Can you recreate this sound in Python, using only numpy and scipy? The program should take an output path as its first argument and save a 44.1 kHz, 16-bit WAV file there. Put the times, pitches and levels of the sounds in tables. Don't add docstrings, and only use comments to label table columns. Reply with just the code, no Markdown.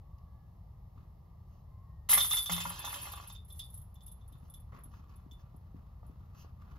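import sys
import numpy as np
from scipy import signal
from scipy.fft import rfft, irfft, next_fast_len
from scipy.io import wavfile

SR = 44100
rng = np.random.default_rng(int(sys.argv[2]) if len(sys.argv) > 2 else 0)


def materialize(psi):
    bounded = np.clip(np.atleast_2d(psi).T, -1, 1)
    quanta = np.round(bounded * 32767).astype(np.int16)
    wavfile.write(sys.argv[1], SR, quanta)


N = 298998
TIME = np.arange(N) / SR
IMPACT_S, CHAINS_STILL_S = 2.089, 5.3
LANDING_S, SLOWING_S, REST_S = 2.505, 2.978, 3.372


# freq_hz, level_db
SIZZLE_SPECTRUM = [(1500, -22.5), (4000, -13), (7000, -12), (9200, -27.5), (10000, 12), (11000, -0.5),
                   (11600, -8), (12200, 5.5), (13000, -8.5), (14000, -10), (16000, -27)]
def jingle(level_db=-15.5, sizzle_db=10, contacts_per_s=360, uneven_db=2.5):
    strength = np.clip(rng.standard_normal(N), -2, 1.5)
    hit = (rng.random(N) < contacts_per_s / SR) & (TIME > IMPACT_S) & (TIME < CHAINS_STILL_S)
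    times = TIME[hit]
    level = chain_motion_db(times) + level_db + uneven_db * strength[hit]
    sizzle = burst(clicks(times, from_db(level + sizzle_db)), SIZZLE_SPECTRUM, t60=.028)
    return links(times, level, scatter_db=4, ring_share=.52) + sizzle


# start_s, level_db
CHAIN_SHAKES = [(2.08, -18), (2.12, -21.5), (2.195, -26.5), (2.297, -27), (2.329, -27), (2.362, -33.5),
                (2.512, -32), (2.56, -50), (2.632, -45), (2.839, -40), (2.912, -40), (3.02, -42),
                (3.2, -57), (3.478, -55.5), (3.545, -53), (3.635, -57), (3.72, -57.5), (4.01, -67),
                (4.365, -72)]
def chain_motion_db(t, rise_s=.012, settle_db_per_s=135):
    start_s, db = np.transpose(CHAIN_SHAKES)
    age = np.maximum(t[:, None] - start_s, 0)
    power = np.minimum(age / rise_s, 1) * from_db(db - settle_db_per_s * age) ** 2
    return 10 * np.log10(power.sum(axis=1) + 1e-20)


# pitch_hz, level_db, undamped_t60_s
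LINK_MODES = [(7250, -15, .1), (7420, -15, .08), (8650, -15, .08), (9350, -13, .08), (9640, -9, .12),
              (9822, -4, .18), (9960, -6, .14), (10244, -3, .18), (10371, 2, .16), (10440, -2, .16),
              (10513, 0, .19), (10569, 1, .2), (10645, -3, .2), (10900, -7, .1), (10985, -3, .14),
              (11040, -3, .16), (11099, 1, .25), (11216, -8, .16), (11450, -11, .09), (11733, -9, .14),
              (12021, -5, .22), (12110, -8, .12), (12175, -5, .22), (12228, -6, .18), (12576, -10, .16),
              (13000, -13, .12), (13600, -16, .1), (14200, -18, .1)]
def links(times, level_db, scatter_db, ring_share, small_share=.3, small_pitch_ratio=1.006):
    small = rng.random(len(times)) < small_share
    small_modes = [(hz * small_pitch_ratio, db, t60) for hz, db, t60 in LINK_MODES]
    return sum(strike(modes, times[hit], level_db[hit], scatter_db, ring_share)
               for modes, hit in ((LINK_MODES, ~small), (small_modes, small)))


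# start_s, level_db, pitch_hz
LINK_CLINKS = [(2.0907, -33, 10140), (2.108, -31, 10620), (2.1331, -15, 10450), (2.460, -35, 10500),
               (2.5172, -35, 10100), (2.6943, -31.5, 11070), (2.793, -36, 11080), (2.8489, -42, 12200),
               (3.015, -38.5, 11000), (3.1193, -38.5, 12000), (3.1566, -46, 11100), (3.209, -59, 12100),
               (3.275, -40.5, 10770), (3.3243, -45, 10800), (3.4491, -55, 10700), (3.488, -63, 10700),
               (3.523, -46.5, 10480), (3.5908, -38.5, 10700), (3.701, -51, 11100), (3.7414, -44, 10460),
               (3.775, -46, 11100), (3.8149, -52, 10700), (3.9423, -56, 12200), (4.032, -54.5, 11100),
               (4.0637, -45, 10430), (4.0806, -47.5, 9600), (4.116, -45.5, 10700), (4.279, -54, 9800),
               (4.3216, -59, 12300), (4.4796, -66, 10840), (4.4997, -49.5, 10500), (4.539, -47.5, 11100),
               (4.5637, -54.5, 11100), (4.6004, -55.5, 11040), (4.788, -61.5, 11000), (4.8366, -47, 11250),
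               (5.16, -55.5, 11100), (5.33, -62, 12200), (5.5626, -62.5, 9980), (6.0646, -62.5, 10000)]
def clinks(touch_db=-17, rebound_db=-3, sizzle_db=9, lead_db=-5):
    start_s, db, lead_hz = np.transpose(LINK_CLINKS)
    bounce = np.arange(3)
    times = (start_s[:, None] + bounce * rng.uniform(.001, .003, (len(start_s), 3))).ravel()
    level = (db[:, None] + touch_db + rebound_db * bounce).ravel()
    sizzle = burst(clicks(times, from_db(level + sizzle_db)), SIZZLE_SPECTRUM, t60=.02)
    tones = links(times, level, scatter_db=6, ring_share=.49)
    lead = pings(start_s, lead_hz, db + lead_db, t60=.065)
    return lead + filtered(tones + sizzle, 3, [8500, 13200], "band")


# freq_hz, level_db
CLASH_SPECTRUM = [(400, -17.5), (600, -9), (1200, 8.5), (1550, 1.5), (2100, -2), (2380, -3.5), (2700, -3.5),
                  (3400, 6), (4500, -8), (5100, -2.5), (6500, 2.5), (7400, 4.5), (8700, -8), (10500, -3.5),
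                  (16000, -6.5)]
def chain_grind(level_db=-19, grain_db=2.5):
    grain = from_db(grain_db * noise([(20, -1.5), (300, -7.5), (1200, -39), (5000, -76)]))
    envelope = from_db(level_db + chain_motion_db(TIME)) * (TIME > IMPACT_S)
    return envelope * rms_one(grain * noise(CLASH_SPECTRUM))


# start_s, clash_db, ring_db
CHAIN_SLAPS = [(2.090, -35.5, -71.5), (2.108, -31.5, -57), (2.127, -34, -53.5), (2.177, -35, -29),
               (2.200, -37, -25.5), (2.247, -42, -42.5), (2.308, -39, -29), (2.368, -37.5, -32),
               (2.459, -46, -35.5), (2.497, -38.5, -50.5), (2.520, -36.5, -37), (2.565, -41.5, -44.5),
               (2.603, -36, -46.5), (2.848, -44, -41.5), (2.94, -45.5, -56), (3.12, -57, -53),
               (3.298, -55, -55), (3.350, -64.5, -49.5), (3.503, -73, -55), (3.594, -48, -43),
               (3.955, -69, -69), (4.007, -71, -63), (4.075, -70, -62), (4.21, -85, -68), (4.325, -84, -62),
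               (4.539, -65.5, -64), (5.312, -62.5, -62)]
# pitch_hz, level_db, undamped_t60_s
FRAME_MODES = [(3126, -16, .12), (3260, -16, .1), (3438, -8, .18), (3499, 1, .2), (3590, -4, .05),
               (3624, -6, .12), (3850, -12, .13), (4050, -19, .12), (4387, -22, .12), (4800, -19, .14),
               (5010, -14, .13), (5220, -18, .14), (5630, -19, .14), (6003, -13, .16)]
# freq_hz, level_db
CLANK_SPECTRUM = [(1500, -47), (3000, -24.5), (3380, -15.5), (3480, 7.5), (3640, 8.5), (3760, -22.5),
                  (3860, -14.5), (4100, -22.5), (8000, -52)]
def frame(clash_db=1, spray_db=-11, clank_db=-6, ring_db=-6, free_db=3, grain_db=3, gentle_db=-46):
    tugs = [(s, db - 25.5, db - 30) for s, db, _ in LINK_CLINKS]
    times, clash_level, ring_level = np.vstack([CHAIN_SLAPS, tugs]).T
    grain = from_db(grain_db * noise([(20, -2), (300, 3), (1200, -49.5), (5000, -74.5)]))
    clash = grain * burst(clicks(times, from_db(clash_level + clash_db)), CLASH_SPECTRUM, t60=.082)
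    clash = np.where(TIME < REST_S, clash, filtered(clash, 3, 2700, "high"))
    pressed = times < REST_S
    spray = wires(link_by_link(times[pressed], 30), np.repeat(clash_level[pressed], 30) + spray_db)
    shift_db = free_db * ~pressed
    force = clicks(link_by_link(times, 3), np.repeat(from_db(ring_level + clank_db - shift_db), 3))
    clank = burst(force, CLANK_SPECTRUM, t60=.055)
    damped = ((times > SLOWING_S) & pressed) | (ring_level < gentle_db)
    level = ring_level + ring_db + shift_db
    open_ring = strike(FRAME_MODES, times[~damped], level[~damped], scatter_db=3.5)
    choked_ring = strike(FRAME_MODES, times[damped], level[damped], scatter_db=5.5, ring_share=.45)
    return clash + spray + clank + open_ring + choked_ring


def link_by_link(times, count, spread_s=.018):
    delays = spread_s * (np.arange(count) + rng.random((len(times), count))) / count
    return (times[:, None] + delays).ravel()


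# pitch_hz, level_db
WIRE_TONES = [(2564, -1), (2824, -3), (3080, -2), (3126, 0), (3179, -1), (3260, 0), (3440, 0), (3500, 2),
              (3620, 0), (3850, -1), (4113, -5), (4237, -6), (4307, -6), (4799, -2), (5019, 0), (5195, -3),
              (5300, -5), (5630, -5), (5798, -4), (5930, -2), (6002, 1), (6190, -4), (6600, -6), (6982, -3),
              (7165, -1), (7240, 0), (7420, -2), (7547, -3)]
def wires(times, level_db, uneven_db=2, detune=.01):
    hz, db = np.array(WIRE_TONES)[rng.integers(0, len(WIRE_TONES), len(times))].T
    sharp, strength = np.clip(rng.standard_normal((len(times), 2)), -2, 2).T
    return pings(times, hz * (1 + detune * sharp), level_db + db + uneven_db * strength, t60=.075)


# start_s, level_db, brightness_db
DISC_KNOCKS = [(2.092, -39, 1.5), (2.129, -34.5, 8.5), (2.147, -35.5, 5.5), (2.175, -31, 1),
               (2.334, -38, 1.5), (2.4955, -30.5, -5.5), (2.579, -33.5, -9), (2.652, -30, -14),
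               (2.704, -43, -15), (2.761, -49.5, -17), (2.80, -49, -8), (2.843, -38.5, -15),
               (2.874, -38.5, -23), (2.929, -38.5, -7), (2.96, -41.5, -21), (3.054, -48, 0),
               (3.071, -42, -14), (3.137, -45, -21), (3.175, -48.5, -13), (3.2, -47, -20), (3.238, -51, -9),
               (3.3, -51, -22)]
# pitch_hz, level_db, t60_s
DISC_BODY_MODES = [(572, -15, 0.15), (823, -15.5, 0.14), (974.3, 1, 0.033), (1143, 2.5, 0.027),
                   (1350, 1, 0.0093), (1390, -11, 0.14)]
# pitch_hz, level_db, t60_s
DISC_EDGE_MODES = [(1790, -10, .04), (2020, -5, .075), (2137, -5, .04), (2189, -6, .06), (2700, -13, .02),
                   (3080, -12, .03)]
# pitch_hz, level_db, t60_s
BASKET_MODES = [(257.6, -31, .2), (340, -38, .1), (522, -23, .09), (577, -27, .14), (823, -22.5, 0.071),
                (1060, -25, .18), (1214, -27.5, 0.16), (2550, -22.5, .1)]
def disc(pop_db=7.5, snap_db=5, body_db=-1, edge_db=1):
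    times, level, brightness = np.vstack([DISC_KNOCKS, rattles()]).T
    pop = ring(clicks(times, from_db(level + pop_db)), hz=950, t60=.0062)
    snap = ring(clicks(times, from_db(level + brightness + snap_db)), hz=2250, t60=.0083)
    body = strike(DISC_BODY_MODES, times, level + body_db, scatter_db=5)
    edge = strike(DISC_EDGE_MODES, times, level + brightness + edge_db, scatter_db=1.5)
    plastic = filtered(body + edge - pop + snap, 2, 480, "high")
    return plastic + strike(BASKET_MODES, times, level, scatter_db=3.5)


def rattles(bumps_per_s=18, level_db=-68.5, uneven_db=3, brightness_db=-15):
    times = np.arange(LANDING_S, REST_S, 1 / bumps_per_s)
    late, strength = rng.standard_normal((len(times), 2)).T
    times = times + late / (4 * bumps_per_s)
    level = level_db + uneven_db * strength + 20 * np.log10(sliding(times) + 1e-6)
    return np.column_stack([times, level, np.full(len(times), brightness_db)])


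# start_s, level_db, t60_s
TRAY_BOOMS = [(2.095, -42, .2), (2.146, -39.5, .15), (2.498, -31.5, 0.46), (2.652, -33.5, 0.26)]
def tray(pitch_hz=172, swell_s=.018):
    out = np.zeros(N)
    for start_s, db, t60 in TRAY_BOOMS:
        age = np.clip(TIME - start_s, 0, 2)
        envelope = from_db(db - 60 * age / t60) * (1 - np.exp(-age / swell_s))
        out += envelope * np.sin(2 * np.pi * pitch_hz * age)
    return out


# freq_hz, level_db
SCRAPE_SPECTRUM = [(300, -3.5), (600, -9), (1000, 10), (1300, -3.5), (1600, 3.5), (2050, -9), (2350, -3),
                   (2600, 5.5), (3500, -11), (4400, -7), (5200, -10.5), (7300, -10), (8700, -8.5),
                   (10500, -4), (16000, -18.5)]
def slide(scrape_db=-51, grain_db=3, plucks_per_s=600, pluck_db=-55):
    grain = from_db(grain_db * noise([(20, 8.5), (150, -4.5), (900, -43.5), (5000, -68)]))
    rubbing = sliding(TIME)
    times = TIME[(rng.random(N) < plucks_per_s / SR) & (rubbing > 0)]
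    plucks = wires(times, pluck_db + 20 * np.log10(sliding(times)))
    return from_db(scrape_db) * rubbing * rms_one(grain * noise(SCRAPE_SPECTRUM)) + plucks


def sliding(t):
    speed = np.clip((REST_S - t) / (REST_S - SLOWING_S), 0, 1)
    return (t > LANDING_S) * speed ** .99


# start_s, thud_db, crunch_db
SNOW_STEPS = [(0.953, -66, -70), (1.499, -70, -80), (4.319, -63.5, -73.5), (4.42, -64, -85),
              (4.717, -68, -63.5), (4.911, -74, -67.5), (5.08, -64.5, -67), (5.39, -67, -76),
              (5.75, -59.5, -76.5), (6.055, -59.5, -75), (6.188, -63, -72.5), (6.34, -73, -67.5),
              (6.6, -69, -68), (6.71, -60.5, -69)]
# freq_hz, level_db
THUD_SPECTRUM = [(60, -6), (130, 4.5), (250, -11), (400, -33), (1000, -26), (2000, -74), (16000, -50)]
# freq_hz, level_db
CRUNCH_SPECTRUM = [(200, 17.5), (600, -16), (1150, 10), (1550, -1), (2050, -13.5), (2400, -6.5),
                   (2800, -11.5), (3700, -15), (5000, -18), (6500, -18), (8500, -23.5), (12000, -19),
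                   (16000, -31)]
# start_s, level_db
DULL_TAPS = [(4.723, -51), (5.109, -59.5), (5.543, -54), (6.029, -49), (6.447, -50), (6.678, -52)]
# freq_hz, level_db
TAP_SPECTRUM = [(200, -9), (700, -5), (1200, 0), (1700, -29), (4000, -54), (16000, -74)]
def steps(thud_db=2, crunch_db=4, grain_db=4, tap_db=-2, rustle_db=-74.5, step_s=.096):
    thud = np.zeros(N)
    crunch = from_db(rustle_db) * np.clip((TIME - 3.17) / .24, 0, 1)
    for start_s, thud_level, crunch_level in SNOW_STEPS:
        age = np.clip((TIME - start_s) / step_s, 0, 20)
        swell = np.sqrt(age) * np.exp(-2 * age) * 2 * np.sqrt(np.e)
        thud += from_db(thud_level + thud_db) * swell
        crunch += from_db(crunch_level + crunch_db) * swell
    grit = noise([(30, 4), (200, -11.5), (900, -34), (5000, -78)])
    grain = from_db(grain_db * np.clip(grit, -2, 2))
    tap_s, tap_level = np.transpose(DULL_TAPS)
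    taps = burst(clicks(tap_s, from_db(tap_level + tap_db)), TAP_SPECTRUM, t60=.025)
    snow = grain * (thud * noise(THUD_SPECTRUM) + crunch * noise(CRUNCH_SPECTRUM))
    return snow + filtered(taps, 4, 1500, "low")


# start_s, level_db
HEEL_THUMPS = [(4.326, -51), (4.857, -49), (5.261, -43.5), (5.318, -48), (5.544, -46.5), (5.743, -41),
               (6.095, -44)]
# pitch_hz, level_db, t60_s
SOLE_MODES = [(172, -2, 0.057), (273, -3, 0.042), (410, -8, .015)]
def heels():
    times, level = np.transpose(HEEL_THUMPS)
    return strike(SOLE_MODES, times, level, scatter_db=-1.5)


# pitch_hz, level_db, t60_s
CRUST_MODES = [(484, -2, .02), (800, -2, .008), (1130, 4, .014), (1600, -2, .006), (1960, 1, .008),
               (2450, -5, .006)]
def crust(start_s=4.72, length_s=.083, cracks=24):
    times = start_s + length_s * rng.random(cracks)
    return strike(CRUST_MODES, times, level_db=-63.5, scatter_db=7.5)


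# centre_s, width_s, level_db
SHORT_HISSES = [(0.186, 0.004, -76), (1.55, 0.072, -83.5), (4.46, .03, -80), (4.96, 0.048, -76),
                (5.1, 0.013, -76), (5.41, 0.019, -77), (6.404, 0.038, -65)]
# freq_hz, level_db
HISS_SPECTRUM = [(1500, -1), (2200, 0), (2750, 13.5), (3700, -1.5), (4800, 9), (6500, 11.5), (8500, -24),
                 (11500, 7), (15000, -6)]
def hisses():
    swells = sum(from_db(db) * np.exp(-((TIME - s) / width) ** 2) for s, width, db in SHORT_HISSES)
    return swells * noise(HISS_SPECTRUM)


# freq_hz, level_db
RUMBLE_SPECTRUM = [(10, -50.5), (22, -26), (30, -14), (39, -2), (54, 0), (72, 2.5), (114, -3), (145, -10),
                   (177, -11.5), (205, -21.5), (320, -40), (700, -92.5)]
# freq_hz, level_db
AIR_SPECTRUM = [(100, 10), (250, 0), (500, 0.5), (800, 2), (1170, -0.5), (1450, -15.5), (2000, -15.5),
                (2600, -21), (5000, -22), (8500, -30), (12500, -19), (14500, -26), (16000, -32)]
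def wind(rumble_db=-51, side_db=-24.5, hush_db=-69, diffuse_db=-2):
    mid = noise(RUMBLE_SPECTRUM) * from_db([[.5], [-.5]])
    side = from_db(side_db) * noise(RUMBLE_SPECTRUM) * [[1], [-1]]
    shared = stereo_image(noise(AIR_SPECTRUM))
    diffuse = from_db(diffuse_db) * np.array([noise(AIR_SPECTRUM), noise(AIR_SPECTRUM)])
    return from_db(rumble_db) * (mid + side) + from_db(hush_db) * (shared + diffuse)


# start_s, length_s, start_hz, target_hz, level_db
FAR_WHINES = [(-.05, 0.54, 1102, 1171, -69.5), (0.214, 0.36, 1685, 1700, -85.5),
              (.924, 0.77, 1160, 1165, -78), (1.615, 0.42, 1023, 1140, -68), (1.653, 0.33, 2120, 1990, -89),
              (1.801, 0.39, 1900, 1800, -82.5)]
def whines(waver_hz=24, glide_s=.369):
    out = np.zeros(N)
    waver = waver_hz * noise([(5, -3.5), (40, -1), (200, -43), (2000, -84.5)])
    for start_s, length_s, start_hz, target_hz, db in FAR_WHINES:
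        on = (TIME > start_s) & (TIME < start_s + length_s)
        age = TIME[on] - start_s
        hz = target_hz + (start_hz - target_hz) * np.exp(-age / glide_s) + waver[on]
        swell = from_db(db) * np.sin(np.pi * age / length_s)
        out[on] += swell * np.sin(2 * np.pi * np.cumsum(hz) / SR)
    return out


# freq_hz, level_db
ECHO_SPECTRUM = [(150, -19.5), (400, 3), (1000, 2), (3500, 5.5), (4500, 7.5), (6000, -8.5), (7500, -4.5),
                 (8700, -31.5), (10500, -2.5), (12500, -0.5), (16000, -24)]
def echo(x, level_db=-9, t60=.25, predelay_s=.003):
    t = TIME[:SR // 2]
    fade = from_db(-60 * t / t60) * (t > predelay_s)
    tails = [rms_one(fade * noise(ECHO_SPECTRUM, len(t))) / np.sqrt(len(t)) for side in range(2)]
    return from_db(level_db) * np.array([signal.fftconvolve(x, tail)[:N] for tail in tails])


# freq_hz, left_lead_rad, left_over_right_db
STEREO_IMAGE = [(90, 0, 1.5), (170, -.6, 6), (600, -1.5, -5), (950, -.3, -1), (1300, -1.1, 3),
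                (1850, -6.3, -1), (2150, -7.5, -2), (2800, -12.6, -1), (3350, -14, -3), (3520, -13, -4),
                (6000, -11, -4), (7300, -10.5, 0), (8600, -9.4, 0), (10500, -8.4, 0), (13500, -6.3, 0)]
def stereo_image(x):
    size = next_fast_len(N, real=True)
    lead, balance_db = at_bins(STEREO_IMAGE, size)
    left_right = [np.exp(1j * lead) * from_db(balance_db / 2), from_db(-balance_db / 2)]
    return irfft(rfft(x, size) * left_right, size)[:, :N]


def strike(modes, times, level_db, scatter_db, ring_share=1):
    chance = np.clip(rng.standard_normal((len(times), len(modes))), -3, 1.5)
    out = np.zeros(N)
    for k, (hz, db, t60) in enumerate(modes):
        force = clicks(times, from_db(level_db + db + scatter_db * chance[:, k]))
        out += (-1) ** k * ring(force, hz, t60 * ring_share)
    return out


def ring(force, hz, t60):
    decay, angle = from_db(-60 / (t60 * SR)), 2 * np.pi * hz / SR
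    return signal.lfilter([0, np.sin(angle)], [1, -2 * decay * np.cos(angle), decay ** 2], force + 1e-18)


def pings(times, hz, level_db, t60):
    t, out = TIME[:int(min(t60, .5) * SR)], np.zeros(N + SR)
    fade = from_db(-60 * t / t60)
    for start, pitch, gain in zip((times * SR).astype(int), hz, from_db(level_db)):
        out[start:start + len(t)] += gain * fade * np.sin(2 * np.pi * pitch * t)
    return out[:N]


def burst(force, spectrum, t60):
    power_decay = from_db(-120 / (t60 * SR))
    power = signal.lfilter([1], [1, -power_decay], force ** 2 + 1e-24)
    return np.sqrt(power) * noise(spectrum)


def clicks(times, heights):
    out = np.zeros(N)
    np.add.at(out, np.clip((np.asarray(times) * SR).astype(int), 0, N - 1), heights)
    return out


def noise(spectrum, size=N):
    padded = next_fast_len(size, real=True)
    colour = from_db(at_bins(spectrum, padded)[0])
    return rms_one(irfft(rfft(rng.standard_normal(padded)) * colour, padded)[:size])


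def at_bins(rows, size):
    hz, *columns = np.transpose(rows)
    bins = np.maximum(np.fft.rfftfreq(size, 1 / SR), 1)
    return [np.interp(np.log(bins), np.log(hz), column) for column in columns]


def filtered(x, order, hz, kind):
    return signal.sosfilt(signal.butter(order, hz, kind, fs=SR, output="sos"), x)


def from_db(db):
    return 10 ** (np.asarray(db) / 20)


def rms_one(x):
    return x / np.sqrt(np.mean(x ** 2) + 1e-20)


def scene():
    basket = jingle() + chain_grind() + clinks() + frame() + disc() + tray() + slide()
    sources = basket + steps() + heels() + crust() + hisses()
    return stereo_image(sources) + echo(sources) + wind() + whines()


def record(dry):
    return signal.sosfilt(signal.ellip(10, .2, 80, 15700, fs=SR, output="sos"), dry)


dry = scene()
out = record(dry)
materialize(out)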